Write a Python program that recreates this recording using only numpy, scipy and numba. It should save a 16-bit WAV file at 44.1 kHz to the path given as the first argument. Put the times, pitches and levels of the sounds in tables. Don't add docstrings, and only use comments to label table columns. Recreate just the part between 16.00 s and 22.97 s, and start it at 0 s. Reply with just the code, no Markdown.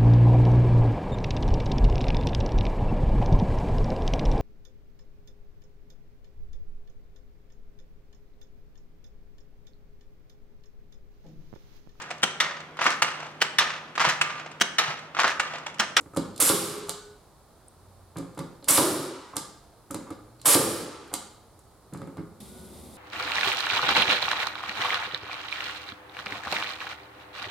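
import sys
import numpy as np
from scipy import signal
from scipy.fft import rfft, irfft
from scipy.io import wavfile
from scipy.ndimage import uniform_filter1d
from numba import njit

SR = 44100
rng = np.random.default_rng(int(sys.argv[2]) if len(sys.argv) > 2 else 0)


def store_pcm(level_fs):
    pcm = np.round(np.clip(level_fs, -1, 1) * 32767).astype(np.int16)
    wavfile.write(sys.argv[1], SR, np.atleast_2d(pcm).T)


def ratio_of_db(decibels):
    return 10 ** (np.asarray(decibels, float) / 20)


N = 307364
OPPOSITE = np.array([[1], [-1]])


def curve(table, hz):
    table = np.array(table, float)
    return [np.interp(np.log(hz + 1), np.log(table[:, 0]), column) for column in table.T[1:]]


def colour(x, table):
    size = 2048
    log_gain = curve(table, np.fft.rfftfreq(size, 1 / SR))[0] * np.log(10) / 20
    cepstrum = irfft(log_gain)
    cepstrum[1:size // 2] *= 2
    cepstrum[size // 2 + 1:] = 0
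    taps = irfft(np.exp(rfft(cepstrum)))
    taps = taps / np.sqrt(np.sum(taps ** 2))
    taps = taps.reshape((1,) * (x.ndim - 1) + (-1,))
    return signal.fftconvolve(x, taps, axes=-1)[..., :x.shape[-1]]


def walk(rate):
    hold = int(SR / rate)
    steps = np.repeat(rng.standard_normal(N // hold + 1), hold)
    return 0.63 * uniform_filter1d(uniform_filter1d(steps, hold), hold)[:N]


def add(out, s, x):
    i = int(s * SR)
    out[..., i:i + x.shape[-1]] += x[..., :N - i]


def pan(db):
    return ratio_of_db(np.array([[db], [-db]]) / 2)


def decay(t, t60):
    return np.exp(-np.log(1000) * t / t60)


def bed(table, flicker_db, wide_hz):
    hz = np.fft.rfftfreq(N, 1 / SR)
    mid, side = rfft(rng.standard_normal((2, N))) * ratio_of_db(curve(table, hz)[0])
    both = mid + np.clip(hz / wide_hz, .3, 1) * side * OPPOSITE
    out = 0
    for centre_hz in 31 * 2. ** np.arange(10):
        octave = np.clip(1 - abs(np.log2((hz + 1) / centre_hz)), 0, 1)
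        out = out + irfft(both * octave, N) * ratio_of_db(flicker_db * walk(2.5))
    return out / np.sqrt(np.mean(out ** 2))


def burst(t, ms, rise_ms, count):
    shape = np.exp(-t * 1000 / (ms + 0.41)) * np.minimum(t * 1000 / rise_ms, 1)
    spectrum = rfft(rng.standard_normal((count, len(t))) * shape)
    x = irfft(spectrum / (abs(spectrum) + 1e-9), len(t))
    x = x * np.sqrt(shape)
    return x / np.sqrt(np.sum(x ** 2, axis=1, keepdims=True))


# (frequency [Hz], density [dB per Hz])
AIR = [(15, -46), (27, -21), (38, -15), (97, -16.5), (130, -18.5), (166, -21.5), (250, -25), (384, -23),
       (641, -25), (800, -25.5), (1250, -29), (1700, -38.5), (2800, -46), (4140, -40), (6050, -46.5),
       (10000, -42.5), (16000, -52.5)]


def air():
    return ratio_of_db(-62.6) * bed(AIR, 0.38, 6000)


# (start [s], end [s], from [Hz], to [Hz], level [dB])
DRONE = [
    (.98, 1.163, 1490, 1470, -68),
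    (1.753, 2.158, 92, 88.7, -61),
    (3.58, 3.808, 695, 690, -71),
    (4.118, 4.455, 99.4, 127.5, -62),
    (6.41, 6.974, 71.2, 73.4, -70),
    (6.5, 6.96, 372.3, 371, -64.5),
    (6.49, 6.7, 1460, 1466, -70.5),
]


def drone():
    out, t = np.zeros(N), np.arange(N) / SR
    for s, end, from_hz, to_hz, db in DRONE:
        glide = np.interp(t, [s, end], [from_hz, to_hz])
        hz = glide * (1 + 0.00395 * walk(17)) + 4 * walk(23.1)
        sounding = uniform_filter1d(1. * (t > s) * (t < end), size=1600)
        out += np.sin(2 * np.pi * np.cumsum(hz) / SR) * ratio_of_db(db + 3 * walk(24)) * sounding
    return out


# (frequency [Hz], density [dB per Hz])
HALL = [(15, -51), (40, -21), (70, 2.5), (106, -10), (221, 0.5), (294, -11.5), (371, -5), (409, -11),
        (1200, -19.5), (1490, -24.5), (2500, -50), (3250, -64), (5500, -120)]
# (frequency [Hz], density [dB per Hz])
SLIDE = [(1180, -27), (2000, -4), (2710, -9.5), (2880, -8), (3650, -1), (6140, -8.5), (9490, -0.5),
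         (13000, -7.5), (15100, -18.5), (16000, -17)]
HALL_S = 6.403


def hallway():
    first_touch = np.exp(-abs(np.arange(N) / SR - HALL_S) / 0.076)
    slide_db = -60.5 + 4.5 * first_touch + 1.6 * walk(60) + 0.64 * walk(4.2)
    return bed(SLIDE, 1.1, 10000) * ratio_of_db(slide_db) + bed(HALL, 2.9, 2400) * ratio_of_db(-53.5)


# (frequency [Hz], level [dB], side share [0-1])
ROOM = [(80, -4.5, 0.5), (160, 2.5, 0.24), (323, 1, 0.26), (647, -1.5, 0.38), (1340, 0.5, 0.37),
        (2800, 0, 0.45), (4900, 3.5, 0.45), (7800, -2.5, 0.8), (11100, -6.5, 0.6), (14760, -5, 0.9)]
ROOM_T60 = [0.83, 0.6, 0.79, 0.64, 0.75, 0.68, 0.6, 0.51, 0.39, .38]


def room(x):
    t = np.arange(SR * 3 // 2) / SR
    hz = np.fft.rfftfreq(len(t), 1 / SR)
    noise, tail = rfft(rng.standard_normal((2, len(t)))), 0
    for k, ((_, db, side), t60) in enumerate(zip(ROOM, ROOM_T60)):
        weight = curve([(row[0], j == k) for j, row in enumerate(ROOM)], hz)[0]
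        band = irfft(noise * weight, len(t))
        fade = decay(t, t60) + np.exp(-t / 0.012)
        stereo = band[0] + side * band[1] * OPPOSITE
        tail = tail + ratio_of_db(db) * stereo * fade / np.sqrt(np.sum(fade ** 2))
    build_up = np.clip((t - .003) / 0.0031, 0, 1)
    return signal.fftconvolve(x[None], tail * build_up, axes=-1)[:, :N]


# (time [s], frequency [Hz], level [dB], t60 [s], rise [ms])
RINGS = [(.134, 1265, -46.5, 0.11, 4.8), (3.333, 1067, -46, 0.12, 4), (5.112, 1050, -47, .1, 7.3),
         (.1735, 162.5, -22.5, 0.077, 1.9), (.175, 520, -30, 0.068, 1.6), (.402, 1250, -24.5, .04, 2.2),
         (1.6825, 8400, -45, 0.011, 0.37), (1.6825, 10100, -51, .012, .4), (2.196, 280, -44, .12, 5.5),
         (2.398, 140, -33.5, 0.085, 4), (2.404, 1150, -40.5, 0.071, 3), (2.4, 2040, -51, 0.045, 3),
         (3.907, 1240, -34.5, .025, 1.5), (3.908, 300, -38.5, 0.11, 3), (3.943, 1270, -38, 0.034, 2),
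         (4.065, 1260, -51, .08, 5.7), (4.103, 1253, -44.5, .05, 2), (5.926, 201, -40, 0.11, 4),
         (6.016, 1240, -46, .03, 2), (6.026, 230, -38.5, .08, 3.7), (6.186, 170, -38, 0.1, 4),
         (6.23, 320, -44.5, .08, 4)]
# (time after the slack [s], frequency [Hz], level [dB], t60 [s])
SPRINGS = [
    (0.001, 4100, -59.5, .04),
    (0.001, 5030, -64, .02),
    (0.0183, 4160, -56.5, .04),
    (0.0187, 7100, -52.5, .02),
    (.0185, 8760, -53, .008),
]


def rings():
    out, t = np.zeros(N), np.arange(8000) / SR
    rows = RINGS + [(s + SLACK_S + late, hz, db, t60, .6) for s, *_ in SHOTS for late, hz, db, t60 in SPRINGS]
    for s, hz, db, t60, rise_ms in rows:
        pair = np.sin(2 * np.pi * hz * t) + .45 * np.sin(2 * np.pi * (hz * 1.06 * t + rng.random()))
        rise = np.minimum(t * 1000 / rise_ms, 1) ** 2
        add(out, s, ratio_of_db(db) * pair * decay(t, t60) * rise)
    return signal.sosfilt(signal.butter(2, 110, "highpass", fs=SR, output="sos"), out)


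# (time [s], peak [dB], 3-5 kHz minus top [dB])
CLICKS = [(.0084, -45, -31), (0.1355, -55, -11), (0.1471, -49, -11.5), (.162, -34.5, -12),
          (0.169, -26.5, -3.5), (0.377, -35.5, -4), (0.8712, -44, -11.5), (2.1684, -40, -2.5),
          (2.183, -37, -9), (2.3471, -53, -4.5), (2.376, -44, -2), (2.389, -35.5, -3), (3.908, -30.5, -16),
          (3.9431, -30, -7), (4.1036, -43, -4.5), (4.1236, -57, 6.5), (5.0762, -51, -19),
          (5.5901, -50.5, -37), (5.9347, -41, -8.5), (5.972, -49, -2.5), (6.015, -52.5, 1),
          (6.0718, -54, -15), (6.1696, -52.5, 0)]
# (time [s], peak [dB], left minus right [dB], 3-5 kHz minus top [dB])
LATCHES = [
    (0.8939, -21.5, -3, -7.5),
    (3.367, -20, -4, -10),
    (5.1392, -19.5, -4, -8.5),
]
DRIVER_DB = [-21, -13, -13]
TRIGGER_DB = [-41, -40, -42]
CLICK_PAN_DB = SHOT_PAN_DB = -3


def click_rows():
    rows = [(s, db, low_db, 4.5, CLICK_PAN_DB) for s, db, low_db in CLICKS]
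    for s, db, pan_db, low_db in LATCHES:
        rows += [(s + LIFT_S, db - 18.5, -20, 14, pan_db),
                 (s - .001, db + 0.5, low_db, 3.0, pan_db),
                 (s + REBOUND_S, db - 14.5, -3, 3.0, pan_db)]
    for (s, _, clutch_db, *_), driver_db, trigger_db in zip(SHOTS, DRIVER_DB, TRIGGER_DB):
        rows += [(s + SLACK_S, -69, 15, 2.5, .3),
                 (s + TRIGGER_S, trigger_db, -4, 3.5, SHOT_PAN_DB),
                 (s + CLUTCH_S, clutch_db + HIDDEN_DB, -21, 5.0, SHOT_PAN_DB),
                 (s + DRIVER_S, driver_db + HIDDEN_DB, 1.5, 4.5, SHOT_PAN_DB)]
    return rows


# (frequency [Hz], density [dB per Hz])
CLICK = [(3500, -18), (5200, -15.5), (6400, -7), (7500, -1.5), (9500, -2), (11500, -7), (13500, -14.5),
         (16000, -31.5)]


def clicks():
    top, low = np.zeros((2, 2, N))
    t = np.arange(1024) / SR
    for s, db, low_db, ms, pan_db in click_rows():
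        mid, side, clack = burst(t, ms, 0.38 * ms, count=3) * ratio_of_db(db + 10.0)
        add(top, s, pan(pan_db) * (mid + 0.43 * side * OPPOSITE))
        add(low, s, pan(pan_db) * clack * ratio_of_db(low_db))
    clack_body = [(1200, -23.5), (2200, -8.0), (3800, 4.0), (5000, 2.0), (6200, -12.0), (8000, -32.5)]
    return colour(top, CLICK) + colour(low, clack_body)


# (time [s], peak [dB], 60-200 Hz [dB], 700-1600 Hz relative [dB])
KNOCKS = [(.002, -42.5, -8, -6), (.059, -41, -5, -8), (0.135, -42, -2, -3), (0.163, -33.5, -3, 3),
          (.172, -21.5, -4.5, -9.5), (2.158, -37.5, -3.5, -3.5), (2.164, -34.5, 3, -2.5),
          (2.182, -29.5, -7.5, -14.5), (2.2, -37, -3.5, -8), (2.226, -36, -0.5, -17),
          (2.246, -43.5, -4, -16), (2.375, -32, -13, -5), (2.389, -29, -4, -5), (2.401, -34.5, 1.5, -13),
          (2.433, -37, -19.5, -16), (2.626, -39.5, -10.5, -16), (3.333, -50, -16, 10.5),
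          (5.115, -46, 3, 5.5), (3.368, -33.5, -5.5, -21), (3.905, -30.5, -21, -8),
          (3.914, -30.5, -4, -16.5), (3.944, -29, -19.5, -6), (3.959, -33.5, -6.5, -13.5),
          (3.986, -36, -8, -12), (4.07, -42, -13.5, 0.5), (4.104, -39, 1.5, 0), (4.11, -30.5, -20, -21),
          (5.925, -37, 5, -13), (5.947, -36, 8, -3.5), (5.936, -37.5, 4.5, -12), (5.997, -39, -1, -20),
          (6.03, -42, 3, -19), (6.017, -32.5, -2, -9), (6.074, -33, -22, -14), (6.17, -41.5, -10, 2.5),
          (6.181, -30.5, -3, -12.5), (6.194, -34, 1.5, -24)]
HOLLOW_DB = [-20.5, -7.5, -4]


def knock_rows():
    rows = [(max(s - .0025, 0), *row, 7.1, 0.5) for s, *row in KNOCKS]
    for s, db, *_ in LATCHES:
        rows += [(s - .012, db - 26.5, -6, 12, 9.0, -1.5),
                 (s - .001, db - 21, -10, 9, 3.5, -6)]
    for (s, blow_db, clutch_db, *_), mid_db in zip(SHOTS, HOLLOW_DB):
        rows += [(s + JOLT_S, -39.5, -15, 6, 6.0, -3),
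                 (s + CLUTCH_S - .002, clutch_db + HIDDEN_DB - 15.0, -23, 1.5, 6.0, mid_db),
                 (s, blow_db + HIDDEN_DB, -17.0 + mid_db / 2, -3.5, 4.0, mid_db)]
    return rows


# (frequency [Hz], level [dB], t60 [s])
PANEL = [(93.1, -5.5, 0.072), (135, 0, 0.027), (169, 0, 0.079), (292, -6.5, 0.1), (333.8, -5.5, 0.1),
         (406.7, -10, 0.13), (520, 1, 0.03), (242, -13, 0.043), (740, 3, 0.0086), (884, -6, 0.026),
         (1035, -4, 0.02), (1194, -0.5, 0.018), (1470, -16, 0.04), (2040, -16, 0.036)]


def knocks():
    out = np.zeros(N)
    t = np.arange(12000) / SR
    hz, mode_db, t60 = np.transpose(PANEL)[:, :, None]
    for s, db, low_db, high_db, ms, mid_db in knock_rows():
        chance = rng.standard_normal((len(PANEL), 2))
        zone_db = np.where(hz < 200, low_db, np.where(hz > 650, high_db + 5, mid_db * (hz < 370)))
        level = ratio_of_db(mode_db + zone_db + np.clip(chance[:, :1], -1, 1) * 2)
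        modes = level * np.sin(2 * np.pi * hz * (1 + 0.041 * chance[:, 1:]) * t) * decay(t, t60)
        contact = burst(t[:2048], ms, 0.52 * ms, count=1)[0]
        add(out, s, ratio_of_db(db - 10.0) * signal.fftconvolve(modes.sum(0), contact))
    return signal.sosfilt(signal.butter(3, [95, 3200], "bandpass", fs=SR, output="sos"), out)


# (time [s], frequency [Hz], width [Hz], level [dB], t60 [s])
BOARDS = [(.497, 410, 32, -28, 0.7), (.497, 334, 19, -26, .6), (.497, 174, 22, -32.5, 0.67),
          (4.551, 140, 35, -26.5, 0.55), (.497, 417, 14, -40, 1.97), (.497, 1400, 70, -27, 0.25),
          (2.779, 1060, 110, -20, 0.59), (2.779, 610, 90, -23, 0.61), (4.551, 1200, 110, -26.5, 0.4),
          (4.551, 890, 56, -24, 0.5), (2.78, 150, 22, -26, 0.75), (4.551, 295, 34, -20, 0.59),
          (0.498, 525, 27, -24.5, 0.18), (2.778, 335, 65, -11, 0.71), (2.778, 270, 30, -18.5, 0.68),
          (2.778, 395, 41, -22, 0.85), (2.779, 515, 120, -14, 0.63), (2.779, 227, 81, -29, 0.63),
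          (4.551, 333.6, 35, -12.5, 0.61), (4.551, 497, 104, -12, 0.64), (4.55, 177.9, 98, -20.5, 0.71)]
BOOM_S = [0.74, .5, 0.43]


def boards():
    out, t = np.zeros(N), np.arange(SR) / SR
    hz = np.fft.rfftfreq(SR, 1 / SR)
    for s, centre_hz, width_hz, db, t60 in BOARDS:
        resonance = np.exp(-((hz - centre_hz) / width_hz) ** 2)
        ring = irfft(rfft(rng.standard_normal(SR)) * resonance, SR)
        ring = ring / (abs(signal.hilbert(ring)) + 1e-9) ** .3
        boom_s = np.interp(s, np.transpose(SHOTS)[0], BOOM_S)
        shape = decay(t, t60) * np.minimum(t / 0.0052, 1) * np.clip((boom_s - t) / 0.12, 0, 1)
        add(out, s, ratio_of_db(db) * ring / ring.std() * shape)
    return out


def teeth(t):
    rate = 445 * (1 - .25 * np.exp(-np.maximum(t, 0) / .02))
    chance = rng.standard_normal((256, 2))
    turns = np.cumsum(rate * (t > 0)) / SR
    k = turns.astype(int)
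    late = np.clip(.12 + .07 * chance[k, 0], 0, .4)
    since_ms = (turns - k - late) / rate * 1000
    tick = (since_ms > 0) * np.exp(-abs(since_ms) / .38) * ratio_of_db(2 * np.clip(chance[k, 1], -2, 1))
    running = np.exp(-np.maximum(t - STOP_S + WIND_S, 0) / .015)
    return 1.85 * (ratio_of_db(-8) + tick * running)


HIDDEN_DB = 13
SLACK_S, TRIGGER_S, JOLT_S, WIND_S = -.154, -.1365, -.104, -.098
CLUTCH_S, DRIVER_S, STOP_S = -.074, -.006, .0069
LIFT_S, REBOUND_S = -.013, .013
# (blow time [s], blow [dB], clutch [dB], winding [dB], winding rise [ms])
SHOTS = [
    (.497, -17, -11, -31.5, 2.8),
    (2.779, -7, -1.5, -22.5, 4.9),
    (4.551, -7, -7.5, -21.5, 4.9),
]
# (frequency [Hz], density [dB per Hz])
WIND = [(88, -47), (150, -13.5), (280, -15), (439, -8), (578, 1), (662, -10), (1170, -2.5), (1720, -10),
        (2100, -9.5), (6260, -10), (8400, -0.5), (11500, -0.5), (13200, -11), (16000, -20)]


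def winding():
    out = np.zeros((2, N))
    t = np.arange(18000) / SR - .01
    for s, _, _, db, rise_ms in SHOTS:
        lead_in = ratio_of_db(-33) * np.clip(1 + t / .01, 0, 1) ** 2
        rise = np.clip(t * 1000 / rise_ms, 0, 1) ** 2
        coast = np.exp(-np.maximum(t - (STOP_S - WIND_S), 0) / .079 - t / 1.2)
        load = 1 - .3 * np.exp(-np.maximum(t, 0) / .012)
        shape = (lead_in + rise) * coast * load
        mid, side = 1.47 * np.tanh(rng.standard_normal((2, len(t))))
        hiss = mid + np.diff(side, 2, prepend=[0, 0]) / 3 * OPPOSITE
        add(out, s + WIND_S - .01, pan(SHOT_PAN_DB) * shape * teeth(t) * hiss * ratio_of_db(db + HIDDEN_DB))
    return colour(out, WIND)


def scene():
    tool, wall, parts = clicks() + winding(), knocks(), rings()
    direct = tool + ratio_of_db(-2.5) * wall * pan(-1.1) + parts * pan(-1.5)
    reverberant = room(ratio_of_db(-0.54) * tool.mean(0) + wall + ratio_of_db(-8.5) * parts) * pan(-0.53)
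    near = direct + reverberant + air() * pan(-1.3)
    place = np.where(np.arange(N) < HALL_S * SR, near, hallway())
    return place + drone() * pan(-2.57) + boards() * pan(-.5)


@njit
def squeeze(x, top, ratio, attack, release):
    gain, level = np.ones(len(x)), 0.
    for i in range(len(x)):
        level += (x[i] - level) * (attack if x[i] > level else release)
        if level > top:
            gain[i] = (top / level) ** (1 - 1 / ratio)
    return gain


def low_pass(x):
    return signal.sosfilt(signal.butter(12, 16000, fs=SR, output="sos"), x)


def record(dry):
    envelope = uniform_filter1d(abs(dry).mean(0), 60)
    gain = squeeze(envelope, ratio_of_db(-25.5), 8., 1 / (.001 * SR), 1 / (.17 * SR))
    x = dry * np.roll(gain, -SR // 300)
    x = signal.sosfilt(signal.butter(2, 28, "highpass", fs=SR, output="sos"), x)
    rounded = np.tanh(1.895 * x) / 0.84
    mix = signal.sosfilt(signal.ellip(6, .5, 50, 16150, fs=SR, output="sos"), rounded)
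    return low_pass(mix)


dry = scene()
out = record(dry)
store_pcm(out)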